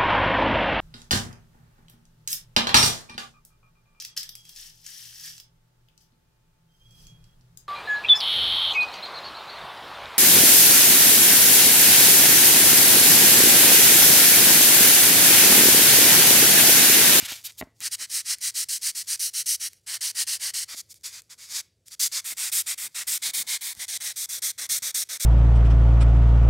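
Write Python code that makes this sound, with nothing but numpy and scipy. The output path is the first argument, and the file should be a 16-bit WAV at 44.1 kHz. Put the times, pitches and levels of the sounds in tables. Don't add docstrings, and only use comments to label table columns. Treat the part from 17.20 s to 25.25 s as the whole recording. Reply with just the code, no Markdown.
import sys
import numpy as np
from scipy import signal
from scipy.fft import rfft, irfft
from scipy.io import wavfile
from scipy.ndimage import uniform_filter1d, map_coordinates

SR = 44100
rng = np.random.default_rng(int(sys.argv[2]) if len(sys.argv) > 2 else 0)


def to_wav(sig):
    pcm = np.clip(np.atleast_2d(sig), -1, 1) * 32767
    pcm = np.round(pcm).astype(np.int16)
    wavfile.write(sys.argv[1], SR, pcm.T)


N = 355005
TIME = np.arange(N) / SR


def undb(db):
    return 10 ** (np.asarray(db) / 20)


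def unit(x):
    return x / np.sqrt(np.mean(x ** 2))


def ring(x, response):
    return signal.fftconvolve(x, response)[:N]


def colour(points, size=1024):
    hz, db = np.transpose(points)
    bins = np.maximum(np.fft.rfftfreq(size, 1 / SR), 1)
    log_gain = np.log(undb(np.interp(np.log(bins), np.log(hz), db)))
    cepstrum = irfft(log_gain)
    cepstrum[1:size // 2] *= 2
    cepstrum[size // 2 + 1:] = 0
    response = irfft(np.exp(rfft(cepstrum)))
    return response / np.linalg.norm(response)


def lowpass(x, hz):
    return signal.sosfiltfilt(signal.butter(2, hz, fs=SR, output="sos"), x)


def walk(rate):
    step = max(int(SR / rate), 2)
    held = np.repeat(rng.standard_normal(N // step + 2), step)
    return unit(uniform_filter1d(held, step)[:N])


def swell(middle_s, half_s):
    return np.exp(-((TIME - middle_s) / half_s) ** 2)


def current(table, s):
    return np.maximum(np.searchsorted([row[0] for row in table], s) - 1, 0)


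# start in seconds, end in seconds, level in dB.
STROKES = [(.611, .691, -27.5), (.709, .76, -26), (.775, .866, -31.5), (.893, 1.024, -26),
           (1.04, 1.158, -25), (1.205, 1.311, -25.5), (1.338, 1.447, -23), (1.485, 1.586, -25),
           (1.609, 1.717, -24.5), (1.748, 1.832, -28.5), (1.865, 1.964, -25.5), (1.992, 2.102, -24.5),
           (2.13, 2.232, -24), (2.257, 2.365, -21.5), (2.392, 2.49, -28), (2.48, 2.604, -60.5),
           (2.66, 2.781, -29.5), (2.806, 2.918, -25.5), (2.945, 3.045, -24.5), (3.066, 3.178, -26),
           (3.193, 3.315, -27.5), (3.335, 3.448, -26), (3.475, 3.555, -38), (4.793, 4.882, -21),
           (4.913, 5.01, -26.5), (5.04, 5.141, -31.5), (5.165, 5.306, -25.5), (5.316, 5.425, -23),
           (5.458, 5.549, -25), (5.574, 5.682, -32), (5.742, 5.838, -29), (5.868, 5.981, -24.5),
           (6.016, 6.113, -24.5), (6.132, 6.233, -26), (6.265, 6.379, -25.5), (6.408, 6.535, -31.5),
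           (6.59, 6.656, -32), (6.679, 6.777, -28.5), (6.801, 6.929, -29.5), (6.958, 7.06, -28.5),
           (7.086, 7.196, -30), (7.219, 7.318, -25.5), (7.377, 7.469, -31), (7.49, 7.591, -24),
           (7.619, 7.716, -26.5), (7.742, 7.84, -24.5), (7.887, 7.977, -30), (7.996, 8.1, -27)]
# valid from in seconds, lean of a push in dB, lean of a pull in dB (level gained from start to end),
# mean roundness (no unit, higher is more pointed), mean low body in dB, top edge of a push in dB, of a pull in dB.
MANNERS = [(.55, 11.5, 8, 1.03, 4, -4.5, -3), (1.33, 6, -2, 0.67, .5, -3.8, -1.7),
           (2.62, 5.5, -2.5, 0.62, .7, -1.3, -2), (4.6, 0, 1, 0.59, 2, -3.5, 1.5),
           (5.71, 0.5, 0.5, 0.47, 3.2, -6, 1), (6.55, -2, 2, 0.34, -3.5, -1, -2),
           (7.21, 0, -2.5, 0.35, 1.5, -3.5, -1.3)]
# start in seconds, end in seconds, level in dB, lean in dB, dullness (gain of the low body) in dB.
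SLIDES = [(-.03, 0.099, -37, -7, 6), (0.047, .073, -33.5, -6, -2), (.071, 0.145, -32.5, 3, 3.5),
          (0.113, 0.23, -40.5, -18, 0.5), (0.236, 0.284, -32.5, -5, -10), (.275, 0.317, -44.5, -2, 4.5),
          (0.373, .416, -38, 4, -13), (.604, 0.633, -40, -6.5, 3), (3.544, 3.619, -35.5, 13, -2.5),
          (3.684, 3.734, -47, 20, -8), (3.74, 3.791, -55, -8, -4), (3.831, 3.912, -35, -19.5, 2),
          (3.878, 4.012, -41, 12.5, 6.5), (4.091, 4.151, -43, -3, 8.5), (4.174, 4.3, -43.5, -6, 5),
          (4.278, 4.417, -29.5, 18, 3), (4.654, 4.71, -52, -8, -3), (4.702, 4.755, -39.5, 9, 2.5),
          (6.551, 6.604, -46, 14, 1)]


def rubs(usual_db=-26, light_body=0.77, light_limit_db=7.5, push_rounder=1.28, push_body_db=1.5,
         push_skew=-.05, pull_skew=.3, slide_roundness=1.07, slide_edge_db=-1.5, slide_edge_loss=0.47):
    for k, (start, end, db) in enumerate(STROKES):
        manner = MANNERS[current(MANNERS, (start + end) / 2)]
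        _, push_lean, pull_lean, roundness, body_db, push_edge, pull_edge = manner
        body_db = body_db + min(light_body * (usual_db - db), light_limit_db)
        if k % 2 == 0:
            yield (start, end, db, push_lean, roundness * push_rounder, push_skew,
                   body_db + push_body_db, push_edge)
        else:
            yield (start, end, db, pull_lean, roundness / push_rounder, pull_skew,
                   body_db - push_body_db, pull_edge)
    for start, end, db, lean_db, dull_db in SLIDES:
        edge_db = slide_edge_db - slide_edge_loss * dull_db
        yield start, end, db, lean_db, slide_roundness, 0, dull_db, edge_db


def grits(speed, slow_rate=5000, fast_rate=34000, scatter_db=1.0):
    chance = np.clip((slow_rate + fast_rate * speed) / SR, 0, 1)
    hits = (rng.random(N) < chance) / np.sqrt(chance)
    return unit(hits * rng.standard_normal(N) * undb(scatter_db * rng.standard_normal(N)))


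def flexing(x, first_s=.0008, spacing=1.7, share=0.093, sway=0.1003, count=4):
    out = x.copy()
    for k in range(count):
        delay = first_s * spacing ** k * (1 + sway * walk(4))
        out += share * map_coordinates(x, [(TIME - delay) * SR], order=3)
    return unit(out)


# frequency in Hz, level in dB.
SHEET_SHIFTED = [(290, -43), (500, -19.5), (658, -12.5), (1090, -15), (1970, -3), (3890, 0), (4630, -1),
                 (9810, -5), (10900, -6.5), (12500, -3.5), (15800, -11)]
SHEET_ON_NOTCH = [(290, -56), (500, -31.5), (760, -34), (1000, -24.5), (1160, -24), (1970, -8.5),
                  (2600, -12.5), (2960, -7), (3620, -12), (3950, -2.5), (4560, -1), (5750, 1), (6900, -1.5),
                  (9120, 2.5), (10500, -3), (15800, -11)]
SHEET_ON_SHANK = [(290, -65), (500, -36), (1030, -35.5), (1270, -24.5), (1650, -20.5), (1900, -12.5),
                  (2500, -18), (2970, -9), (3580, -17.5), (4020, -6.5), (5050, -6.5), (5750, 0.5),
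                  (7030, -8.5), (9240, -1.5), (15500, -15)]
SHEET_ON_BEND = [(290, -56), (500, -36), (553, -25), (851, -27.5), (954, -23), (1410, -19.5), (1930, -6.5),
                 (2460, -14.5), (2970, -4.5), (3480, -12), (4250, -2), (5830, -1.5), (7130, -4.5),
                 (8850, -0.5), (15500, -16)]
SHEET_LOOSE = [(290, -55), (500, -24), (771, -29.5), (891, -21), (1630, -13.5), (1890, -9.5), (2210, -7.5),
               (2830, -13.5), (3470, -4.5), (4000, -4.5), (4690, 1.5), (6180, -0.5), (6640, 1),
               (12400, -6.5), (15800, -13.5)]
SHEET_PRESSED = [(290, -59), (500, -30.5), (1030, -21), (1130, -20), (2160, -7), (2930, -11.5), (3680, -4),
                 (4190, -7), (5430, -2.3), (6270, -4), (7670, 0), (9240, 1), (10700, -7), (12900, -4.5),
                 (15500, -11.5)]
SHEET_BY_FIST = [(290, -51), (500, -28), (686, -29), (982, -17.5), (1270, -22.5), (2200, -3.5),
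                 (2430, -7.5), (2720, -14), (3060, -8), (3680, 0), (5130, -2), (5750, -2.5), (9110, 1.5),
                 (10800, -2.5), (15500, -6.5)]
SHEET_NEAR_TIP = [(290, -42), (450, -25), (650, -11), (900, -15.5), (1300, -14.5), (2000, 3), (2700, -7.5),
                  (3600, 3), (5000, 0), (5600, 5), (7300, 1.5), (8700, 5.5), (11000, -1.5), (13300, -3.5),
                  (15800, -8)]
SHEET_ON_TIP = [(290, -39.5), (550, -20), (880, -27), (1160, -19.5), (2150, -6.5), (2600, -13.5),
                (3080, -15.5), (3400, -3), (4900, -4.5), (5750, 1.5), (7140, -1.5), (8900, 2),
                (10200, -4.5), (13500, -4), (15800, -12.5)]
# valid from in seconds, rustle of the held sheet in dB, skin rubbing on the steel in dB,
# spectrum of the sheet as (Hz, dB) points.
GRIPS = [(-1, -57, -72, SHEET_SHIFTED), (0.63, -58, -73, SHEET_ON_NOTCH),
         (1.96, -57.5, -73.5, SHEET_ON_SHANK), (2.62, -65, -73, SHEET_ON_BEND),
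         (3.5, -65, -77.5, SHEET_LOOSE), (5, -60.5, -69, SHEET_PRESSED), (6, -58, -66, SHEET_BY_FIST),
         (6.5, -62, -68, SHEET_NEAR_TIP), (7, -69, -68, SHEET_ON_TIP)]


def sanding(body_hz=2700, edge_hz=9800, judder_db=0.85, chatter_db=0.05, turn_body_db=3, bite_s=0.003):
    speed = np.zeros(N)
    force = np.zeros((len(GRIPS), 3, N))
    for start, end, db, lean_db, roundness, skew, body_db, edge_db in rubs():
        span = (TIME > start) & (TIME < end)
        travel = (TIME[span] - start) / (end - start)
        speed[span] = np.sin(np.pi * travel)
        bite = 1 - np.exp(-(TIME[span] - start) / bite_s)
        shape = speed[span] ** (roundness * (1 + skew * (2 * travel - 1)))
        push = undb(db + lean_db * (travel - .5)) * shape * bite
        grip = current(GRIPS, (start + end) / 2)
        force[grip][:, span] += undb([[body_db], [0], [edge_db]]) * push
    unevenness = undb(judder_db * walk(70) + chatter_db * walk(600))
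    scrape = flexing(grits(speed)) * unevenness
    body, below_edge = lowpass(scrape, body_hz), lowpass(scrape, edge_hz)
    turning_body = body * undb(turn_body_db * (0.7 - speed))
    bands = np.array([turning_body, below_edge - body, scrape - below_edge])
    return sum(ring((push * bands).sum(axis=0), colour(sheet)) for push, (*_, sheet) in zip(force, GRIPS))


def stirring(settle_s, audible_db=-52, at_rest=.035):
    spans = [(TIME > start) & (TIME < end) for start, end, db, *_ in rubs() if db > audible_db]
    moving = np.any(spans, axis=0)
    return at_rest + uniform_filter1d(moving * 1., int(settle_s * SR))


# frequency in Hz, level in dB.
SKIN_COLOUR = [(40, -23.5), (120, -7), (220, -3.5), (320, -4.5), (600, -7.5), (950, -4), (1600, -6),
               (5000, -39.5)]
# middle in seconds, half width in seconds, level in dB.
SLIPS = [(.02, .08, -65), (.46, .04, -68), (4.35, .05, -68), (5.65, 0.032, -62), (6.08, .04, -56.5),
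         (6.2, 0.067, -55.5)]


def handling(skin_uneven_db=3, rustle_uneven_db=2.5, tick_db=-7, sheet_settle_s=0.12, skin_settle_s=0.0353,
             groan_s=6.2, groan_half_s=0.025, groan_hz=213, groan_db=-54, groan_waver=.05):
    rustle, skin_gain = undb([row[1:3] for row in GRIPS])[current(GRIPS, TIME)].T
    slips = sum(undb(db) * swell(s, half_s) for s, half_s, db in SLIPS)
    creep = skin_gain * stirring(skin_settle_s) + slips
    skin = ring(grits(0) * creep * undb(skin_uneven_db * walk(30)), colour(SKIN_COLOUR))
    groan_phase = 2 * np.pi * np.cumsum(groan_hz * (1 + groan_waver * walk(60.1))) / SR
    groan = np.sin(groan_phase) * undb(groan_db) * swell(groan_s, groan_half_s)
    ticks = undb(tick_db) * grits(0, slow_rate=83, scatter_db=5.5)
    crackle = grits(0, slow_rate=3600, scatter_db=0.5) + ticks
    crackle = crackle * rustle * stirring(sheet_settle_s) * undb(rustle_uneven_db * walk(60))
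    return skin + groan + ring(crackle, colour(SHEET_LOOSE))


# frequency in Hz, level in dB.
ROOM_TONE = [(20, -24), (40, -21), (55, -3.5), (105, -0.5), (160, -7.5), (250, -15.5), (500, -14.5),
             (1000, -35.5), (3000, -28.5), (8000, -29.5), (15800, -43)]


def background(tone_db=-71.5, hum_hz=107, hum_db=-68, hum_fade_db=-4.0, hum_waver=0.0202):
    noise = ring(rng.standard_normal(N), colour(ROOM_TONE, size=8192))
    tone = unit(noise) * undb(tone_db + walk(1.2))
    hum = np.sin(2 * np.pi * np.cumsum(hum_hz * (1 + hum_waver * walk(10))) / SR)
    return tone + hum * undb(hum_db + hum_fade_db * TIME + 2 * walk(9))


# time in seconds, strength of the push in dB, approximate contact time in seconds.
KNOCKS = [(.025, -27, 0.0039), (.033, -33, .0077), (.121, -37.5, .0006), (.4129, -28.5, 0.00022),
          (.424, -31, 0.00034), (.428, -26, .0017), (.471, -46, 0.0014), (.612, -45, .0036),
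          (3.545, -47, 0.00045), (5.123, -47, .00027), (6.57, -35, 0.007), (7.51, -36, .0062),
          (7.62, -39, 0.0048)]
# frequency in Hz, time to decay by 60 dB in seconds, level in dB.
KNOCK_MODES = [(123, 0.058, -15), (215, 0.032, -13), (264, 0.033, -4.5), (440, 0.052, -29),
               (585, 0.015, -6), (677, 0.017, -6), (794, 0.011, -12), (1330, 0.0049, -4), (1940, 0.013, 0),
               (2000, 0.023, -8), (2700, 0.0091, -3), (3700, 0.0091, 1)]


def knocks(clatter_db=-7, clatter_t60=0.042, clatter_hz=2200):
    pushes, t = np.zeros(N), TIME[:SR // 4]
    for s, db, contact_s in KNOCKS:
        push = np.hanning(int(contact_s * SR) + 3)
        pushes[int(s * SR):][:len(push)] += undb(db) * push / push.sum()
    modes = np.zeros(len(t))
    for hz, t60, db in KNOCK_MODES:
        modes += undb(db) * np.cos(2 * np.pi * hz * t) * np.exp(-np.log(1000) * t / t60)
    noise = unit(lowpass(rng.standard_normal(len(t)), clatter_hz))
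    clatter = noise * np.exp(-np.log(1000) * t / clatter_t60)
    return lowpass(ring(pushes, modes + undb(clatter_db) * clatter), 4200)


# time in seconds, height of the click before the sheet colours it in dB.
SNAPS = [(.052, -24), (.12, -16), (.322, -30), (.605, -15.5), (1.185, -25), (2.139, -23), (2.533, -25.5),
         (2.7425, -10), (3.743, -26.5), (4.02, -29), (4.683, -22.5), (4.923, -16), (5.325, -14),
         (6.551, -25)]


def snaps(crumble_db=-17, crumble_s=0.0015):
    clicks, t = np.zeros(N), TIME[:1024]
    for s, db in SNAPS:
        burst = undb(crumble_db) * rng.standard_normal(len(t)) * np.exp(-t / crumble_s)
        burst[0] = 1
        clicks[int(s * SR):][:len(t)] += undb(db) * burst
    return ring(clicks, colour(SHEET_PRESSED))


def workshop(x, wet_db=-27, split_hz=4500, low_db=3, low_t60=.36, high_t60=.25, onset_s=0.016):
    t = TIME[:SR // 2]
    noise = rng.standard_normal(len(t))
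    low = lowpass(noise, split_hz)
    low_tail = undb(low_db) * low * np.exp(-np.log(1000) * t / low_t60)
    high_tail = (noise - low) * np.exp(-np.log(1000) * t / high_t60)
    tail = (low_tail + high_tail) * (1 - np.exp(-t / onset_s))
    return undb(wet_db) * ring(x, tail / np.linalg.norm(tail))


def scene():
    near = sanding() + handling() + snaps() + knocks()
    return np.tile(near + workshop(near) + background(), (2, 1))


# centre in Hz, width in Hz, left minus right at the centre in dB.
PORTS = [(1920, 140, 4.5), (9440, 320, -5.8)]


def record(dry, low_cut_hz=48, top_hz=15750):
    dry = signal.sosfilt(signal.butter(4, low_cut_hz, "high", fs=SR, output="sos"), dry)
    hz = np.fft.rfftfreq(N, 1 / SR)
    difference_db = sum(db / (1 + 1j * (hz - centre) / width) ** 2 for centre, width, db in PORTS)
    stereo = irfft(rfft(dry) * undb(np.array([difference_db, -difference_db]) / 2), N)
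    return signal.sosfiltfilt(signal.ellip(10, .05, 60, top_hz, fs=SR, output="sos"), stereo)


dry = scene()
out = record(dry)
to_wav(out)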